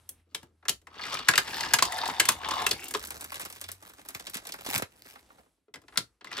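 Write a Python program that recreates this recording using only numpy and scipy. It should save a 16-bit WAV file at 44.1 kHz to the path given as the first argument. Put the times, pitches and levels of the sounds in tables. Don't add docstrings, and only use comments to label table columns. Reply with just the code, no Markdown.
import sys
import numpy as np
from scipy import signal
from scipy.fft import rfft, irfft
from scipy.io import wavfile

SR = 44100
rng = np.random.default_rng(int(sys.argv[2]) if len(sys.argv) > 2 else 0)


def rack_gain(trim_db):
    fader = np.asarray(trim_db, float)
    return 10 ** (fader / 20)


def log_audio(samples):
    frames = np.atleast_2d(samples).T
    limited = np.clip(frames, -1, 1)
    pcm = np.round(limited * 32767).astype(np.int16)
    wavfile.write(sys.argv[1], SR, pcm)


N = 282240

# time in seconds, mean pitch in Hz, mean level in dB.
MOTOR_HUM = [(0.0, 85.6, -66.5), (0.8, 81, -67.5), (1.7, 88.2, -66), (2.56, 77.2, -54), (2.9, 70.3, -77),
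             (3.07, 71.8, -55.5), (3.58, 90.5, -67), (3.68, 89.2, -52), (3.9, 101.4, -74.5)]
# frequency in Hz, density in dB per Hz.
LOW_NOISE_SHAPE = [(15, -30), (25, -10), (49, -4), (97, -13.5), (120, -8), (137, -24.5), (200, -16.5),
                   (7920, -33), (9320, -35), (10100, -26.5), (16000, -55)]
# time in seconds, relative level in dB.
LOW_NOISE_LEVEL = [(0.0, -50.5), (0.2, -54), (0.26, -69), (0.9, -61), (1.3, -53), (2.6, -56), (3.2, -54.5),
                   (4.13, -50), (4.8, -53), (5.33, -49), (5.74, -75.5), (5.95, -45.5), (6.25, -70.5),
                   (6.4, -57)]
# frequency in Hz, likeness from 0 to 1.
LIKENESS = [(60, .99), (300, .93), (900, .88), (2000, .8), (5000, .75), (15000, .75)]
COLOUR_HZ = [300, 1400, 4200, 10500]
EDGES_HZ = 45 * 2 ** np.arange(0, 8.6, .5)

# time in seconds, level in dB.
TABLE_BLOWS = [(0.349, -51), (0.43, -48.5), (0.694, -46), (1.288, -30.5), (1.378, -41.5), (1.738, -37.5),
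               (1.825, -38), (2.198, -41), (2.288, -36.5), (5.741, -71), (5.977, -36.5)]
# frequency in Hz, level in dB, time to fall 60 dB in seconds.
TABLE_MODES = [(117.5, -1.5, 0.17), (164, 0, 0.11), (230, 1, 0.044), (343, -4.5, 0.11)]

# start in seconds, starting level in dB, first and settled pitch in Hz.
BUMPS = [(3.824, -45, 900, 301), (4.156, -38.5, 261, 78), (4.359, -33, 298, 156), (4.665, -21, 775, 695),
         (4.687, -26.5, 420, 194), (4.753, -29, 260, 171), (4.765, -28, 213, 96), (4.777, -30, 300, 130),
         (4.793, -32, 350, 150), (4.822, -23, 890, 86)]
# time in seconds, peak level in dB, body and tick levels in dB re peak.
SNAPS = [(3.027, -38.5, -7.5, 4), (3.051, -31, -22, 2), (3.0726, -33, -44, 1), (3.1055, -22, -15, -6.5),
         (3.2094, -26, -22, -2.5), (3.216, -48, -19, 2), (3.243, -27, -18, -4), (3.3195, -27, -6.5, -8),
         (3.3557, -21, -24, -11), (3.3964, -26, -8, -5), (3.4072, -31, -13, -4), (3.4144, -30.5, -32, -2),
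         (3.4508, -24, -26, -9), (3.4584, -31, -10, -5), (3.5002, -30.5, -14, -6), (3.5255, -28, -21, -7),
         (3.55, -49, -36, -5), (3.6134, -28.5, -12, 1.5), (3.6398, -18.5, -31, -20),
         (3.6875, -22.5, -14.5, -17), (3.7166, -27.5, -26, 1), (3.8252, -36.5, -13.5, -6.5),
         (3.8947, -46, -28, -1), (3.989, -54, 0.5, -31), (4.015, -51, -14, -14), (4.05, -42.5, -6, -7),
         (4.06, -45, -17, -6), (4.0875, -28, -12, 2), (4.105, -36, -19, -6), (4.148, -19, -16, -12),
         (4.1968, -25, -24, -11), (4.2685, -15.5, -28.5, -20.5), (4.2971, -35, -29, 2),
         (4.3346, -27, -16, -12), (4.343, -16, -21, -11.5), (4.3521, -23, -18, -7),
         (4.369, -17.5, -25, -13), (4.4516, -26.5, -14.5, -16), (4.4697, -25, -23, -6),
         (4.4904, -24.5, -17, -13.5), (4.5213, -13, -44, -20), (4.5395, -34, 1, -1),
         (4.5863, -28, -20, -32), (4.6622, -15.5, -26, -18.5), (4.7482, -26, -6, 1), (4.779, -21, -18, 3.5),
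         (4.793, -31, -8, -17), (4.8219, -15.5, -13, -13.5), (4.922, -72, -4, -25),
         (5.0526, -39.5, -14, -24), (5.1562, -43, 1, -17), (5.3016, -52, 4, -28), (5.383, -54.5, 3, -20),
         (5.46, -69, 3.5, -20)]
# frequency in Hz, time to fall 60 dB in seconds.
SNAP_T60 = [(200, 0.023), (700, 0.037), (2000, 0.078), (15000, 0.0194)]
# frequency in Hz, level in dB per band.
SNAP_SHAPE = [(70, -30.5), (300, -6), (1000, -4), (4500, -18.5), (9000, -10.5), (15000, -8)]
# time in seconds, relative level in dB, relative level of the lows in dB.
RUSTLE = [(2.95, -50, -9), (3.18, -51, 12), (3.274, -58, 3.5), (3.362, -48.5, 4.5), (3.54, -58.5, -4.5),
          (3.73, -61.5, -2), (3.78, -69, 4), (3.9, -61.5, 3.5), (3.97, -63.5, 4), (4.2, -58.5, 5),
          (4.6, -58.5, 5.5), (4.71, -42.5, 2.5), (4.75, -37, -2), (4.8, -46, 14), (4.83, -79, 1),
          (4.9, -74.5, 3), (5.1, -61.5, -2), (5.248, -73, 9), (5.4, -74.5, 17), (5.5, -96, 15),
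          (5.6, -101, -10)]
# frequency in Hz, density in dB per Hz.
RUSTLE_SHAPE = [(35, -30), (60, -7.5), (469, -4.5), (553, -4), (991, -1.5), (7940, -12.5), (9790, -13.5),
                (11000, -22.5), (14600, -12), (16000, -45)]
# frequency in Hz, lead of the left side in radians.
WRAP_PHASE = [(20, -0.5), (300, -0.86), (1120, -2), (2330, -2), (4050, -5), (6800, -5.5), (20000, -7)]

# time of full speed in seconds, time spent speeding up in seconds,
# later fall in dB per second, level in dB, rumble and hiss levels in dB re that level.
RUNS = [(0.44, 0.23, 355, -67, 3, -6), (1.002, 0.13, 38.5, -48.5, 5, -32),
        (1.131, 0.26, 79.5, -37.5, -1, -19), (1.631, 0.39, 99, -35.5, 2.5, -10.5),
        (1.96, 0.27, 24, -39.5, 4, -11.5), (2.588, 0.29, 132, -37, 8, -11), (2.75, 0.17, -13, -48.5, 1, -6),
        (6.39, 0.16, 22, -40.5, -1, -22)]
SLOPE_ENDS_S = [1.285, 1.74, 2.2, 2.7, 3.1]
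# frequency in Hz, least width in Hz, relative level in dB.
SLOPES = [
    [(1230, 200, 2), (2410, 20, -4.5), (2900, 38, -3.5), (3440, 40, -2.5), (3860, 60, -15), (4460, 160, -5),
     (5597, 33, -19)],
    [(894, 60, 1.5), (1800, 110, 3.5), (2370, 20, -12), (2830, 54, -5), (3450, 160, -10), (4320, 170, -3.5),
     (4960, 35, -5)],
    [(750, 60, 9), (900, 75, 8), (1760, 190, 2.5), (2960, 39, -14.5), (3640, 160, 2), (4380, 280, -10.5),
     (4700, 450, -5)],
    [(736, 61, -4.5), (900, 69, 2), (1060, 72, 7), (1700, 97, -5), (2170, 53, 0), (2940, 80, 1.5),
     (3520, 200, 3.5), (4250, 160, -15)],
    [(343.4, 48, 5.5), (749, 65, 1.5), (2230, 95, 3), (2720, 39, 0), (5240, 97, -12)],
]
# frequency in Hz, density in dB per Hz.
ROLL_SHAPE = [(35, -36), (60, -22.5), (732, -9.5), (882, -5.5), (1470, -7.5), (4320, -10), (10800, -21.5),
              (12700, -33.5), (14600, -13), (16000, -48)]

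# time in seconds, peak level in dB, body and tick levels in dB re peak,
# pitch that the blow favours in Hz, lift of the modes there in dB.
KNOCKS = [(0.09, -39.5, -10, 16.5, 3250, 22.5), (0.198, -81, 14, -18, 2050, 23),
          (0.346, -17, -7.5, -8.5, 3130, 22.5), (0.429, -44, 2, -2.5, 930, 25),
          (0.626, -58, 17, -38, 750, 10), (0.652, -39, 10, -13, 1700, 8),
          (0.682, -9, -10.5, -15, 3900, -2.5), (0.692, -9.5, -21.5, -5.5, 3840, 15),
          (0.815, -51.5, -7.5, -10, 420, 16), (0.869, -40.5, 11, -12, 1900, 0),
          (0.993, -33.5, 12, -28, 1300, 4), (1.016, -28.5, -6, -29, 4520, 25),
          (1.036, -20, -9, -28, 1940, 12), (1.052, -24.5, -3.5, -20, 2000, 5.5),
          (1.065, -26, -3, -17, 1340, 22), (1.08, -31, 0, -26.5, 3500, 15.5),
          (1.123, -27, -6.5, -16, 1040, 25), (1.129, -23, -18.5, -17, 3450, 16),
          (1.141, -17, -17.5, -12.5, 3810, 18), (1.189, -20, -15, -22, 4500, 14),
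          (1.272, -27, -2, -32, 1290, 16), (1.283, -13, -8.5, -10, 1500, 10.5),
          (1.285, -4.5, 1.5, -9.5, 1710, 15), (1.31, -15, -27, -19, 2400, 23),
          (1.335, -15.5, 9, -23.5, 2600, 11), (1.355, -7, -19.5, -19.5, 2670, 23),
          (1.377, -1, -5.5, -13, 1390, 12), (1.475, -31, -2, -15, 1800, 7),
          (1.531, -26.5, -4, -21, 1800, 15.5), (1.54, -27, -17.5, -20, 4700, 13),
          (1.549, -32, -12.5, -33, 4300, 18), (1.579, -36, -15, -20.5, 3500, 8),
          (1.599, -30, -11, -22, 4300, 12), (1.606, -13.5, -9.5, -18, 4340, 7.5),
          (1.634, -24, -7.5, -13, 1760, 24.5), (1.659, -29, -3.5, -18.5, 900, 17),
          (1.709, -22, -14, -33, 1760, 24), (1.735, -2, -22.5, -6, 1677, 19.5),
          (1.738, -6, -5, -17.5, 894, 30.5), (1.786, -7.5, -5.5, -18.5, 2410, 9.5),
          (1.823, -1, -11.5, -12.5, 1034, 20), (1.852, -14.5, -18, -14.5, 755, 12),
          (1.921, -22.5, 2, -5, 780, 21.5), (2.034, -25.5, 9, -27.5, 930, 33),
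          (2.055, -15, -8, -20.5, 900, 24.5), (2.076, -21.5, -15.5, -8, 750, 5.5),
          (2.0865, -30.5, 8, -23, 900, 34.5), (2.097, -19, -2.5, -23.5, 930, 26),
          (2.1965, -15.5, -12, -8, 2400, 9.5), (2.198, -2.5, -11.5, -8.5, 2400, 29),
          (2.1995, -11.5, -8.5, -32.5, 1700, 25.5), (2.253, -15.5, -6, -6, 2720, 22),
          (2.284, -21.5, -9, -9, 2200, 9), (2.287, -3, -3.5, -6, 1060, 9.5), (2.32, -23, -10, -7, 1060, 0),
          (2.432, -33, 11, -36, 1160, 12.5), (2.445, -17.5, -9, -54, 3170, 18),
          (2.486, -20.5, -5, -9.5, 1030, 23.5), (2.508, -11.5, -21.5, -22, 1080, 14.5),
          (2.578, -42, -4, -33, 985, 24), (2.601, -47, -3, -37, 1050, 31),
          (2.589, -39, -6, -41.5, 1060, 30), (2.596, -42, -1.5, -40, 1060, 33),
          (2.618, -20, -15.5, -13.5, 1060, 25), (2.664, -9.5, -1.5, -5.5, 2720, 22.5),
          (2.69, -22, -28, -9, 3380, 22), (2.709, -17.5, -17, -10, 3500, 9),
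          (2.7115, -10.5, -15, -14.5, 4200, 10), (2.73, -34, -10, 1, 1770, 33),
          (2.841, -36, -31, 7.5, 2370, 9), (2.882, -36, -37, 10, 2400, 9), (2.908, -30.5, -9, 5, 1900, 13),
          (2.938, -19.5, -1, -8.5, 4460, 0), (2.947, -13.5, -4.5, -29, 1060, 18),
          (2.951, -28.5, -9, -30, 410, 22), (5.681, -64, 10.5, -31.5, 412.6, 29.5),
          (5.739, -26.5, -7.5, -18.5, 1930, 4), (5.756, -37.5, 2, -11, 1950, 12),
          (5.764, -60, -5, -30, 500, 15), (5.816, -50.5, -1, -7, 410, 12.5),
          (5.836, -57.5, 3, -25, 1200, 18), (5.881, -38, 0.5, -22, 1280, 6),
          (5.923, -49, 12, -32.5, 1390, 3), (5.938, -50, 7, -30, 2000, 2),
          (5.957, -32.5, 2.5, -37.5, 1456, 17), (5.973, -1, -21, -14, 1500, 35.5),
          (5.985, -40, -23, -19, 1400, 10), (5.995, -31.5, -42, -31, 3900, -1),
          (6.209, -38, 0, -39, 2400, 8), (6.244, -31.5, 0, -16.5, 1170, 17),
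          (6.255, -54, -6, -12, 3300, 12), (6.27, -39.5, -5, -22, 2000, 18),
          (6.314, -32, 5.5, -14.5, 2030, 12.5), (6.327, -24, -7, -22, 2000, 7),
          (6.368, -25.5, -6, -22, 4260, 12), (6.379, -31, 3, -10, 1230, 9),
          (6.394, -21, -14, -33, 2000, 11.5)]
# mean frequency in Hz, relative level in dB, time to fall 60 dB in seconds.
FRAME_MODES = [(410, -3, 0.1), (740, -13.5, 0.029), (902, -7, 0.025), (1092, 2, 0.034), (1270, -4.5, 0.04),
               (1390, -2, 0.035), (1700, 0, 0.035), (2006, 3.5, 0.035), (2170, -12.5, 0.054),
               (2400, -9.5, 0.005), (2720, -10, 0.039), (3300, -9.5, 0.051), (3600, -11.5, 0.017),
               (3800, -12, 0.016), (4200, -7.5, 0.023), (4430, -1.5, 0.022), (5000, -6.5, 0.066),
               (7000, -5, 0.024), (7880, -13.5, .02), (14900, -15, 0.11)]
# frequency in Hz, time to fall 60 dB in seconds.
KNOCK_T60 = [(100, 0.11), (500, 0.12), (1500, 0.047), (4000, 0.035), (15000, 0.035)]
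# frequency in Hz, level in dB per band.
KNOCK_SHAPE = [(60, -17), (140, -13), (300, -4.5), (620, -12), (1100, -12.5), (2000, -11), (4500, -8.5),
               (8000, -2.5), (15000, -8.5)]
# frequency in Hz, lead of the left side in radians.
RAMP_PHASE = [(20, 0), (300, 0.046), (700, 0.76), (1200, 0.81), (2150, 1.03), (2930, 1.4), (3790, 0.83),
              (5770, 1.4), (8000, 1.3), (20000, 0.0073)]

LOW_LAG_CYCLES = 2.6
KNOCK_THUD, SNAP_THUD = (-40.5, 0.4), (-46.5, 0.31)
BUMP_SETTLE_S, BUMP_CYCLES = 0.00365, 0.68
TIP_DB, TIP_HZ = 14.5, 6480
PRICK_DB, PRICK_SPREAD_DB, PRICK_BODY_DB, PRICK_TICK_DB = 11.5, 8.5, -15, -18.5
JOLT_DB, JOLT_SPREAD_DB, JOLT_BODY_DB, JOLT_TICK_DB = 9, -1.5, -2.5, -27
SPEED_POWER = 1.76
STOP_S, STOP_DB_PER_S = 2.864, 161
MODES_ABOVE_HZ = 270
FOOT_S, FOOT_DB = (2.65, 3.4), 24
DETUNING = 0.035
DENSE_FAVOUR, DENSE_OCTAVES = 0.22, 0.43
SECOND_CLICK_MS, FIRST_CLICK_DB = 1.33, -21.5
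ROOM_T60_S, ROOM_DB, WALL_CUT_HZ, ROOM_GAP_S = 0.14, -10.5, 11000, 0.006


def rms_one(x):
    return x / np.sqrt(np.mean(x ** 2) + 1e-20)


def in_time(rows):
    s, *columns = np.transpose(rows)
    return [np.interp(np.arange(N) / SR, s, c, left=-120, right=-120) for c in columns]


def at_hz(points, hz):
    known_hz, values = np.array(points)[:, 0], np.array(points)[:, 1]
    return np.interp(np.log(hz), np.log(known_hz), values)


def per_band(shape, hz):
    return at_hz(shape, hz) - at_hz(shape, 2000) + 10 * np.log10(hz / 2000)


def drift(rate):
    r = np.exp(-80 * np.pi * rate / SR)
    noise = rng.standard_normal(N // 40 + 2002)
    slow = signal.lfilter([1], [1, -2 * r, r * r], noise)[2000:]
    return np.interp(np.arange(N) / 40, np.arange(len(slow)), rms_one(slow))


def resonate(x, hz, width_hz):
    r = np.exp(-np.pi * width_hz / SR)
    gain = (1 - r * r) / 2
    return signal.lfilter([gain, 0, -gain], [1, -2 * r * np.cos(2 * np.pi * hz / SR), r * r], x)


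def ring(clicks, hz, t60):
    r, w = rack_gain(-60 / (t60 * SR)), 2 * np.pi * hz / SR
    return signal.lfilter([0, np.sin(w)], [1, -2 * r * np.cos(w), r * r], clicks)


def turned(x, phase):
    hz = np.maximum(np.arange(N // 2 + 1) * SR / N, 1)
    return irfft(rfft(x) * np.exp(1j * at_hz(phase, hz)), N)


def stereo_noise(hz, white):
    alike = np.clip(at_hz(LIKENESS, hz), 0, 1)
    common = np.sqrt(1 + alike) * white[0]
    opposed = np.sqrt(1 - alike) * white[1] * [[1], [-1]]
    return (common + opposed) / np.sqrt(2)


def banded(envelope):
    out, white = 0, rng.standard_normal((2, 2, N))
    for k, (low, high) in enumerate(zip(EDGES_HZ, EDGES_HZ[1:])):
        hz = np.sqrt(low * high)
        sos = signal.butter(2, [low, high], "band", fs=SR, output="sos")
        band = signal.sosfilt(sos, envelope(hz) * stereo_noise(hz, white[k % 2]))
        out = out + band * np.sqrt(SR / 2 / (high - low))
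    return out


def colour(table, thud, hz):
    peak_db = table[:, 1]
    corners = [thud[0] - (1 - thud[1]) * peak_db, table[:, 2], -3 + 0 * peak_db, table[:, 3]]
    weights = [np.interp(np.log(hz), np.log(COLOUR_HZ), np.arange(4) == k) for k in range(4)]
    return peak_db + sum(c * weight for c, weight in zip(corners, weights))


def blows(events, thud, hz, shape, t60, rise_ms, crack_db, crack_ms):
    spikes = np.full(N, 1e-18)
    spikes[np.round(events[:, 0] * SR).astype(int)] = rack_gain(colour(events, thud, hz) + at_hz(shape, hz))
    fall = rack_gain(-60 / (at_hz(t60, hz) * SR))
    rise = np.exp(-1 / (SR * (rise_ms / 1000 + LOW_LAG_CYCLES / hz)))
    crack = np.exp(-1 / (SR * (crack_ms / 1000 + 1 / hz)))
    ringing = signal.lfilter([1], [1, -fall], spikes)
    cracking = rack_gain(crack_db) * signal.lfilter([1], [1, -crack], spikes)
    return signal.lfilter([1 - rise], [1, -rise], ringing + cracking)


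def grains(per_s, spread_db, length_ms):
    sizes = rack_gain(spread_db * np.minimum(rng.exponential(1, N), 4)) * (rng.random(N) < per_s / SR)
    return rms_one(signal.lfilter([1], [1, -np.exp(-1000 / (length_ms * SR))], sizes + 1e-18))


def small_blows(level_db, spread_db, body_db, tick_db, count):
    at = rng.integers(0, N - 100, count)
    luck = np.clip(rng.standard_normal((count, 4)), -2.5, 1.3)
    return np.column_stack([at / SR, level_db[at] + spread_db * luck[:, 0], body_db + 4 * luck[:, 1],
                            tick_db + 6 * luck[:, 2], 2000 * 2 ** (1.5 * luck[:, 3]), np.full(count, 9.)])


def background():
    hz, level_db = in_time(MOTOR_HUM)
    phase = 2 * np.pi * np.cumsum(hz + 1.6 * drift(16.0)) / SR
    tone = np.sqrt(2) * rack_gain(level_db + 1.3 * drift(3.7)) * np.sin(phase)
    low_noise_db, = in_time(LOW_NOISE_LEVEL)
    low_noise = rms_one(banded(lambda hz: rack_gain(per_band(LOW_NOISE_SHAPE, hz) + 2.0 * drift(3.6))))
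    return tone + rack_gain(low_noise_db - 14.0) * low_noise


def table_top():
    s, db = np.transpose(TABLE_BLOWS)
    luck, out = rng.normal(0, 1, (len(s), len(TABLE_MODES))), 0
    for k, (hz, level_db, t60) in enumerate(TABLE_MODES):
        clicks = np.full(N, 1e-18)
        clicks[np.round(s * SR).astype(int)] = rack_gain(db + level_db + 2 * luck[:, k])
        out = out + (-1) ** k * ring(clicks, hz, t60)
    return signal.sosfilt(signal.butter(2, 420, fs=SR, output="sos"), out)


def bumps():
    out, t = np.zeros(N), np.arange(SR // 5) / SR
    for s, level_db, first_hz, hz in BUMPS:
        cycles = hz * t + (first_hz - hz) * BUMP_SETTLE_S * (1 - np.exp(-t / BUMP_SETTLE_S))
        i = round(s * SR)
        out[i:i + len(t)] += rack_gain(level_db) * np.exp(-t * hz / BUMP_CYCLES) * np.sin(2 * np.pi * cycles)
    return out


def wrapping():
    crackle_db, low_db = in_time(RUSTLE)
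    pricks = small_blows(crackle_db + PRICK_DB, PRICK_SPREAD_DB, PRICK_BODY_DB, PRICK_TICK_DB, count=100)
    snaps = np.vstack([SNAPS, pricks[:, :4]])
    crackle = .25 + .78 * grains(260 * rack_gain(4 * drift(14)), spread_db=4.0, length_ms=.7)

    def envelope(hz):
        lowness = np.clip(np.log2(2400 / hz) / 2, 0, 1)
        level_db = crackle_db - 2.5 + (low_db - 5) * lowness
        bed = crackle * rack_gain(level_db + per_band(RUSTLE_SHAPE, hz) + 2 * drift(9.8))
        return bed + blows(snaps, SNAP_THUD, hz, SNAP_SHAPE, SNAP_T60, rise_ms=0.052, crack_db=9.0, crack_ms=0.052)

    tips = np.full(N, 1e-18)
    tip_levels = rack_gain(snaps[:, 1] + snaps[:, 3] + TIP_DB)
    tips[np.round(snaps[:, 0] * SR).astype(int)] = tip_levels * rng.choice([-1, 1], len(snaps))
    left, right = banded(envelope) + bumps() + resonate(tips, TIP_HZ, TIP_HZ)
    left_lows = signal.sosfilt(signal.butter(1, 3000, fs=SR, output="sos"), left)
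    return np.array([turned(left - 0.17 * left_lows, WRAP_PHASE), right])


def roll_levels():
    t, out = np.arange(N) / SR, np.full((3, N), -120.)
    for s, speeding_s, slowing, level_db, rumble_db, hiss_db in RUNS:
        speed = np.clip(1 + (t - s) / speeding_s, 1e-4, 1)
        db = level_db + 20 * SPEED_POWER * np.log10(speed) - slowing * np.maximum(t - s, 0)
        db -= STOP_DB_PER_S * np.maximum(t - STOP_S, 0) * (s < STOP_S)
        out = np.maximum(out, db + np.array([[rumble_db], [0], [hiss_db]]))
    return out


def rolling():
    rumble_db, rattle_db, hiss_db = roll_levels()
    common = grains(250 * rack_gain(1.5 * drift(12)), spread_db=4, length_ms=1.2)
    chatter = [.3 + .4 * common + .6 * grains(220, spread_db=5, length_ms=1.2) for register in range(4)]

    def envelope(hz):
        if 500 < hz < 1500:
            level_db = rumble_db
        else:
            level_db = rattle_db if hz < 6500 else hiss_db + 11.5
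        register = np.searchsorted([1500, 3000, 6500], hz)
        contacts = chatter[register] ** (.7 if hz < 1500 else 1)
        return contacts * rack_gain(level_db - 6 + per_band(ROLL_SHAPE, hz) + 1.5 * drift(15))

    contact = banded(envelope)
    ends = [0, *np.round(np.array(SLOPE_ENDS_S) * SR).astype(int), N]
    waver = [drift(10) for register in range(3)]
    out = rack_gain(-2.5) * contact
    for start, end, peaks in zip(ends, ends[1:], SLOPES + SLOPES[:1]):
        for k, (hz, width_hz, level_db) in enumerate(peaks):
            lift_db = level_db + 5.0 - per_band(ROLL_SHAPE, hz) + 10 * np.log10(hz / 2000)
            ringing = resonate(contact[:, start:end] + 1e-18, hz, max(width_hz, hz / 18))
            out[:, start:end] += rack_gain(lift_db + 1.5 * waver[k % 3][start:end]) * ringing
    return out


def knocks():
    jolts = small_blows(roll_levels()[1] + JOLT_DB, JOLT_SPREAD_DB, JOLT_BODY_DB, JOLT_TICK_DB, count=300)
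    table = np.vstack([KNOCKS, jolts])
    times, favoured_hz, favoured_db = table[:, 0], table[:, 4], table[:, 5]

    def favoured(hz):
        nearness = np.exp(-(np.log2(hz / favoured_hz) / DENSE_OCTAVES) ** 2)
        lift_db = DENSE_FAVOUR * favoured_db * (nearness - .5)
        return table + np.outer(lift_db, np.arange(6) == 1)

    dense = banded(lambda hz: blows(favoured(hz), KNOCK_THUD, hz, KNOCK_SHAPE, KNOCK_T60,
                                    rise_ms=1.0, crack_db=2.5, crack_ms=0.76))
    modes = 0
    at = np.round(times * SR).astype(int)
    luck = rng.normal(0, 1, (len(at), len(FRAME_MODES), 3))
    tuning = np.searchsorted(np.sort(times), np.arange(N) / SR + .001) % 2
    shifts = rng.uniform(-1, 1, (len(FRAME_MODES), 2))
    at_foot = (times > FOOT_S[0]) * (times < FOOT_S[1]) * (np.arange(len(table)) < len(KNOCKS))
    for k, (hz, level_db, t60) in enumerate(FRAME_MODES):
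        favour_db = favoured_db * np.exp(-(np.log2(hz / favoured_hz) / 0.15) ** 2)
        favour_db += FOOT_DB * (k == 0) * at_foot
        blow_db = colour(table, KNOCK_THUD, hz) + favour_db + level_db - 14
        clicks = np.full((2, N), 1e-18)
        clicks[:, at] = rack_gain(blow_db + 2.5 * luck[:, k, 0] + 1.5 * luck[:, k, 1:].T)
        second = np.roll(clicks, round(SECOND_CLICK_MS * SR / 1000), axis=1)
        clicks = rack_gain(FIRST_CLICK_DB) * clicks + second
        for which, ratio in enumerate(1 + DETUNING * shifts[k]):
            modes = modes + (-1) ** k * ring(clicks * (tuning == which) + 1e-18, hz * ratio, t60)
    return dense + signal.sosfilt(signal.butter(4, MODES_ABOVE_HZ, "high", fs=SR, output="sos"), modes)


def room(x):
    t = np.arange(SR // 3) / SR
    echoes = rng.standard_normal((2, len(t))) * rack_gain(-60 * t / ROOM_T60_S) * (t > ROOM_GAP_S)
    echoes = signal.sosfilt(signal.butter(1, WALL_CUT_HZ, fs=SR, output="sos"), echoes)
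    return signal.fftconvolve(x[None], echoes / np.sqrt(np.sum(echoes ** 2) / 2), axes=1)[:, :N]


def scene():
    left, right = knocks() + rolling() + table_top()
    ramp = np.array([rack_gain(-1.66) * turned(left, RAMP_PHASE), rack_gain(-4.0) * right])
    near = ramp + wrapping()
    walls = signal.sosfilt(signal.butter(2, 480, "high", fs=SR, output="sos"), room(near.mean(axis=0)))
    return near + rack_gain(ROOM_DB) * walls + background()


def band_limit(x):
    return signal.sosfilt(signal.butter(12, 16480, fs=SR, output="sos"), x)


def record(dry):
    low = signal.sosfiltfilt(signal.butter(5, 8000, fs=SR, output="sos"), dry)
    left_treble, treble = dry - low
    late_treble = np.roll(treble, 16)
    x = low + rack_gain(1.0) * np.array([late_treble + 0.39 * left_treble, treble])
    x = signal.sosfilt(signal.butter(1, 45, "high", fs=SR, output="sos"), x)
    x = signal.sosfilt(signal.cheby2(10, 45, 16432, fs=SR, output="sos"), x)
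    return band_limit(1.171 * np.tanh(x / 1.33))


dry = scene()
out = record(dry)
log_audio(out)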